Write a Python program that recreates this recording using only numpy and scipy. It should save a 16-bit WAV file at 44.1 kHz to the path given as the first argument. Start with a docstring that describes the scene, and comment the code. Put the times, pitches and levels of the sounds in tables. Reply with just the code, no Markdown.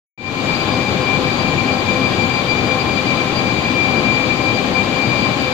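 """A rubbing part of a paper machine squeals, shrill and fluttering, as it bites and slips.
Behind it, drives and pumps hum and throb, water hisses off the moving wire, and the rolls
and pumps blend into a deep roar. The machine is on the left of a big mill hall whose echoes
smear the tones. The sound fades in after a short silence; one dry click comes near the end."""
import sys
import numpy as np
from scipy import signal
from scipy.fft import rfft, irfft, next_fast_len
from scipy.io import wavfile
from scipy.ndimage import uniform_filter1d, map_coordinates

SR = 44100
rng = np.random.default_rng(int(sys.argv[2]) if len(sys.argv) > 2 else 0)


def dump_mix(stems):
    """Bounce the given channels to the path in sys.argv[1] as a 16-bit WAV at rate SR."""
    frames = np.atleast_2d(stems).T  # one column per channel
    limited = np.clip(frames, -1, 1)  # hard clip at full scale
    pcm = np.round(limited * 32767).astype(np.int16)
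    wavfile.write(sys.argv[1], SR, pcm)


N = 243873


def amp(db):
    """Decibels to gain."""
    return 10 ** (np.asarray(db) / 20)


def unit(x):
    """Scale to rms 1."""
    return x / np.sqrt(np.mean(np.abs(x) ** 2) + 1e-20)


def over_freq(rows, hz):
    """Interpolate (freq_hz, value) rows on a log axis."""
    freq_hz, values = np.transpose(rows)
    return np.interp(np.log(hz + 1), np.log(freq_hz + 1), values)


def over_time(rows):
    """Interpolate (time_s, value) rows to one value per sample."""
    return np.interp(np.arange(N) / SR, *np.transpose(rows))


def wobble(rate_hz):
    """Smooth random curve, rate_hz knots a second."""
    coarse = np.arange(0, N + 64, 64)
    spline = map_coordinates(rng.standard_normal(2048), [coarse * rate_hz / SR], mode="wrap")
    return np.interp(np.arange(N), coarse, spline)


def swell(middle_s, length_s):
    """Power envelope: quick rise, hold at 1, quick fall."""
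    distance = np.minimum(np.abs(2 * (np.arange(N) / SR - middle_s) / length_s), 10)
    return np.exp(-distance ** 4)


def filtered(x, response):
    """Apply the gain response(hz) by FFT."""
    size = next_fast_len(N + 8192)
    return irfft(rfft(x, size) * response(np.fft.rfftfreq(size, 1 / SR)), size)[..., :N]


# Likeness of the two sides: freq_hz, coherence
HALL_COHERENCE = [(60, .98), (180, .97), (380, .84), (600, .42), (1000, .26), (1250, 0), (1700, -.25),
                  (2200, -.08), (2700, .15), (3600, 0)]
# Left side over right: freq_hz, excess_db
LEFT_EXCESS = [(60, 7.5), (300, 8), (800, 6.5), (1100, 8), (2000, 8), (3300, 10), (4300, 13), (5500, 8),
               (6600, 5.5), (7300, -0.5), (10000, 0.5), (13000, 17)]


def hall_noise(colour_db, patchy_db):
    """Diffuse stereo noise of rms 1, with patches of random gain, leaning left."""
    def mid_side_gain(hz):
        angle = np.arccos(over_freq(HALL_COHERENCE, hz)) / 2
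        return amp(colour_db(hz)) * [np.cos(angle), np.sin(angle)]

    spectra = signal.stft(rng.standard_normal((2, N)), nperseg=512)[2]
    patches = uniform_filter1d(rng.standard_normal(spectra.shape[1:]), 7, axis=0)
    patches = unit(uniform_filter1d(patches, 12, axis=1))
    noise = signal.istft(spectra * amp(patchy_db * patches), nperseg=512)[1][:, :N]
    mid, side = filtered(noise, mid_side_gain)
    lean_left = lambda hz: amp([0 * hz, -over_freq(LEFT_EXCESS, hz)])
    return unit(filtered(np.array([mid + side, mid - side]), lean_left))


def hall_scatter(width_hz):
    """Many hall paths summed: a random complex gain per side that spreads a tone into a band."""
    hz = np.fft.fftfreq(next_fast_len(N), 1 / SR)
    paths = rng.standard_normal((2, len(hz))) + 1j * rng.standard_normal((2, len(hz)))
    return unit(np.fft.ifft(paths / np.sqrt(1 + (hz / width_hz) ** 4))[:, :N])


# Roll and pump noise: freq_hz, relative_density_db
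ROAR_SPECTRUM = [(22, -12), (39, -22), (60, -8.5), (100, 1.8), (170, 2), (250, 2), (320, 1.5), (420, -3),
                 (560, -5.5), (820, -7.5), (910, -8.5), (1060, -6.5), (1250, -9.5), (2000, -16.5)]


def roar(level_db=-20, edge_hz=2100):
    """Rolls and pumps blend in the hall into a deep, nearly even roar."""
    colour_db = lambda hz: over_freq(ROAR_SPECTRUM, hz) - 10 * np.log10(1 + (hz / edge_hz) ** 10)
    swell_db = 0.12 * wobble(2.5) + 0.3 * wobble(14)
    return amp(level_db + swell_db) * hall_noise(colour_db, patchy_db=1)


# Water spraying and draining: freq_hz, relative_density_db
SPRAY_SPECTRUM = [(900, -25), (1700, -0.5), (2800, 2.5), (3700, 3), (4400, 1), (5100, -9), (6000, -11.5),
                  (6500, -9.5), (7600, -19), (8100, -24), (9000, -28.5), (11000, -29), (13000, -25),
                  (15000, -28.5)]


def spray(level_db=-27):
    """Water flung and sucked from the wire makes a smooth hiss."""
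    colour_db = lambda hz: over_freq(SPRAY_SPECTRUM, hz)
    swell_db = 0.2 * wobble(3.12) + 0.046 * wobble(22)
    return amp(level_db + swell_db) * hall_noise(colour_db, patchy_db=0.66)


# Drive, gear and pump tones: pitch_hz, left_db, right_db
HUM_TONES = [(100.1, -42, -49), (126.1, -38, -45), (127.0, -35, -43), (176.5, -40, -49), (199.5, -35, -44),
             (243.5, -34, -43), (252.4, -39, -46), (259.4, -38, -47), (265.9, -34, -41), (268.5, -38, -49),
             (291.4, -35, -44), (316.4, -40, -48), (343.3, -42, -52), (391.1, -40, -46), (399.0, -42, -53),
             (458.2, -44, -50), (533.0, -42, -60), (557.9, -41, -50), (561.9, -36, -55), (611.8, -36, -53),
             (661.6, -43, -45), (724.7, -47, -42), (749.6, -41, -58), (772.6, -42, -53),
             (774.5, -31.7, -45), (780.5, -38, -47), (799.5, -45, -46), (824.4, -38.2, -40.5),
             (830.4, -38.5, -46.5), (849.3, -45, -56), (855.3, -46, -57), (1015.5, -46, -50),
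             (1038.6, -37, -46), (1041.0, -33.5, -44), (1049.0, -35, -53), (1065.9, -42, -48),
             (1088.5, -41, -56), (1090.9, -46, -43), (1098.8, -41, -65), (1140.8, -45, -54),
             (1197.1, -42, -50), (1317.4, -40, -53), (1354.4, -47, -55), (1396.5, -48, -60),
             (1623.9, -40.5, -52), (1854.4, -48, -55), (1904.3, -48, -61), (3271.6, -47.5, -54)]


def drive_hum(waver=0.24, waver_rate_hz=8, apart_hz=1300):
    """Steady machine tones; weak echoes waver their level and phase, and close pairs beat."""
    t = np.arange(N) / SR
    out = np.zeros((2, N))
    echoes = [waver * wobble(waver_rate_hz) for _ in range(8)]
    for pitch_hz, left_db, right_db in HUM_TONES:
        lag_rad = min(pitch_hz / apart_hz, 1) ** 2 * rng.normal()  # short waves differ more by side
        phase = 2 * np.pi * (pitch_hz * t + rng.random())
        for side, level_db in enumerate([left_db, right_db]):
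            gain_pick, phase_pick = rng.permutation(len(echoes))[:2]
            tone = np.cos(phase + side * lag_rad + echoes[phase_pick])
            out[side] += amp(level_db) * unit((1 + echoes[gain_pick]) * tone)
    return out


# Drives beating with the loudest one: slower_by_hz, in_phase_s, relative_db
BEATING_DRIVES = [(4.0, .238, -2), (2.53, .372, -8.5), (11.6, .063, -12), (-3.4, .132, -13)]
# Slow level changes of the throb: time_s, gain_db
THROB_GAIN = [(.45, -6), (1.05, 3), (1.65, -2), (1.97, 3.5), (2.3, -0.5), (2.9, -1), (5.5, -1.5)]


def drive_throb(pitch_hz=512, left_db=-29, right_db=-35, waver=0.12):
    """Drives at nearly the same speed beat: their tone swells and fades a few times a second."""
    t = np.arange(N) / SR
    beating = 1 + sum(amp(relative_db) * np.exp(-2j * np.pi * slower_by_hz * (t - in_phase_s))
                      for slower_by_hz, in_phase_s, relative_db in BEATING_DRIVES)
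    tone = (beating * np.exp(2j * np.pi * pitch_hz * t)).real
    level_db = over_time(THROB_GAIN) + [[left_db], [right_db]]
    return amp(level_db) * unit((1 + waver * wobble(6.4)) * tone)


# Impulse of the click: start_s, impulse_db
CLICK_IMPULSE = (5.4233, -11.5)


def click(right_gain_db=-5.5, cutoff_hz=9000):
    """One brief, dry click, louder in the left channel."""
    start_s, impulse_db = CLICK_IMPULSE
    impulse = amp(impulse_db) * (np.arange(N) == round(start_s * SR))
    return amp([[0], [right_gain_db]]) * filtered(impulse, lambda hz: 1 / (1 + 1j * hz / cutoff_hz))


def slips(depth, rate_hz, jitter, sharpness):
    """Gain of rms 1 with short, uneven dips where the contact lets go."""
    cycles = rng.random() + np.cumsum(rate_hz * np.exp(jitter * wobble(rate_hz))) / SR
    return unit(1 - depth * np.abs(np.cos(np.pi * cycles)) ** (2 * sharpness))


# Flares of the squeal's octave: middle_s, level_db
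OCTAVE_FLARES = [(.494, -30), (.564, -28), (.623, -28), (.736, -31), (1.327, -30), (1.41, -30),
                 (1.502, -30), (1.733, -30), (1.797, -27), (2.06, -31), (2.196, -38), (2.345, -27),
                 (2.503, -24.5), (2.735, -28), (2.812, -27), (2.92, -35), (2.973, -25.5), (3.381, -24.5),
                 (3.488, -27), (3.619, -42), (3.92, -32), (4.147, -28), (4.284, -36), (4.463, -35),
                 (4.558, -29), (4.759, -30), (5.045, -34), (5.193, -29), (5.263, -32), (5.448, -32)]


def octave_envelope(base_db=-35.5, flare_s=0.039, rough_db=2):
    """Amplitude of the squeal's octave: faint slipping with brief, rough flares."""
    rubbing = amp(base_db) * slips(depth=0.69, rate_hz=14, jitter=0.269, sharpness=2.2)
    flare_power = sum(amp(level_db) ** 2 * swell(middle_s, flare_s)
                      for middle_s, level_db in OCTAVE_FLARES)
    return np.sqrt(rubbing ** 2 + flare_power) * unit(amp(rough_db * wobble(60)))


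# Bites of the rubbing part: middle_s, length_s, level_db
BITES = [(0.192, 0.052, -13), (0.271, 0.07, -17), (0.4, 0.03, -24), (0.493, 0.032, -26),
         (0.541, 0.038, -19.5), (0.612, 0.042, -22.5), (0.704, 0.032, -20), (0.784, 0.1, -21.5),
         (.865, .05, -23.5), (0.97, 0.071, -24.5), (1.123, 0.11, -15.5), (1.283, 0.087, -21),
         (1.473, 0.052, -19.5), (1.529, 0.022, -15.5), (1.595, 0.038, -15), (1.699, 0.044, -17.5),
         (1.823, 0.017, -20), (1.895, 0.058, -15.5), (1.97, 0.019, -20.5), (2.053, 0.072, -17),
         (2.216, 0.081, -17.5), (2.315, 0.031, -18), (2.372, 0.083, -21), (2.515, 0.075, -17),
         (2.585, 0.036, -16.5), (2.64, .05, -24), (2.72, .06, -16.5), (2.798, 0.051, -18.5),
         (2.897, .065, -20.5), (2.99, 0.031, -16.5), (3.106, 0.067, -16.5), (3.205, .055, -16.5),
         (3.31, 0.04, -22.5), (3.397, 0.038, -24), (3.463, 0.048, -20), (3.51, .04, -21),
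         (3.578, 0.036, -25), (3.682, 0.079, -20.5), (3.827, 0.13, -14), (3.955, 0.098, -17),
         (4.092, 0.086, -14.5), (4.195, 0.12, -16.5), (4.318, 0.046, -15), (4.404, 0.049, -21.5),
         (4.49, 0.072, -15), (4.586, 0.035, -19), (4.785, 0.069, -13.5), (4.96, 0.11, -21),
         (5.035, 0.058, -15.5), (5.142, .1, -15.5), (5.254, 0.053, -16.5), (5.327, 0.052, -19),
         (5.453, 0.1, -25.5)]


def bite_envelope(slip_db=-29, shudder_hz=29, rough_db=0.53):
    """Amplitude of the fundamental: the part bites about ten times a second, shudders, lets go."""
    bite_power = sum(amp(level_db) ** 2 * swell(middle_s, length_s)
                     for middle_s, length_s, level_db in BITES)
    shudder = 1 + 0.17 * np.cos(2 * np.pi * shudder_hz * np.arange(N) / SR + wobble(5))
    roughness = amp(rough_db * wobble(75))
    return np.sqrt(amp(slip_db) ** 2 + bite_power) * unit(shudder * roughness)


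def partial_gain(direct, echo_db, flutter_hz, halo_db, follow_share=0.21):
    """Complex gain per side: direct sound left, fluttering echo, hissy halo swelling with the rub."""
    effort = unit(1 - follow_share + follow_share * unit(direct))
    halo = amp(halo_db)[:, None] * effort * hall_scatter(width_hz=127)
    echo = amp(echo_db)[:, None] * hall_scatter(width_hz=flutter_hz)
    return np.outer([1, 0], direct) + echo + halo


def squeal(pitch_hz=2365.3, drift_hz=1.317, waver_hz=3):
    """A rubbing part sings on one pitch with two overtones; the hall makes them flutter."""
    freq_hz = pitch_hz + drift_hz * wobble(3) + waver_hz * wobble(20)
    carrier = np.exp(2j * np.pi * np.cumsum(freq_hz) / SR)
    first = partial_gain(bite_envelope(), echo_db=[-32, -32], flutter_hz=10, halo_db=[-29.2, -41.3])
    second = partial_gain(octave_envelope(), echo_db=[-41, -43.5], flutter_hz=14, halo_db=[-42, -53])
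    third = partial_gain(0, echo_db=[-48.5, -54.5], flutter_hz=8, halo_db=[-53, -56])
    return np.sqrt(2) * (first * carrier + second * carrier ** 2 + third * carrier ** 3).real


def scene():
    """The machine, heard from the walkway beside the wire, plus one click."""
    return roar() + spray() + drive_hum() + drive_throb() + click() + squeal()


# Opening fade: time_s, gain
FADE_IN = [(.176, 0), (.177, 0.052), (.25, 0.31), (.36, 0.67), (.46, 1)]


def record(dry, top_hz=15450):
    """Fade in and cut everything above top_hz."""
    return filtered(dry * over_time(FADE_IN), lambda hz: hz < top_hz)


dry = scene()
out = record(dry)
dump_mix(out)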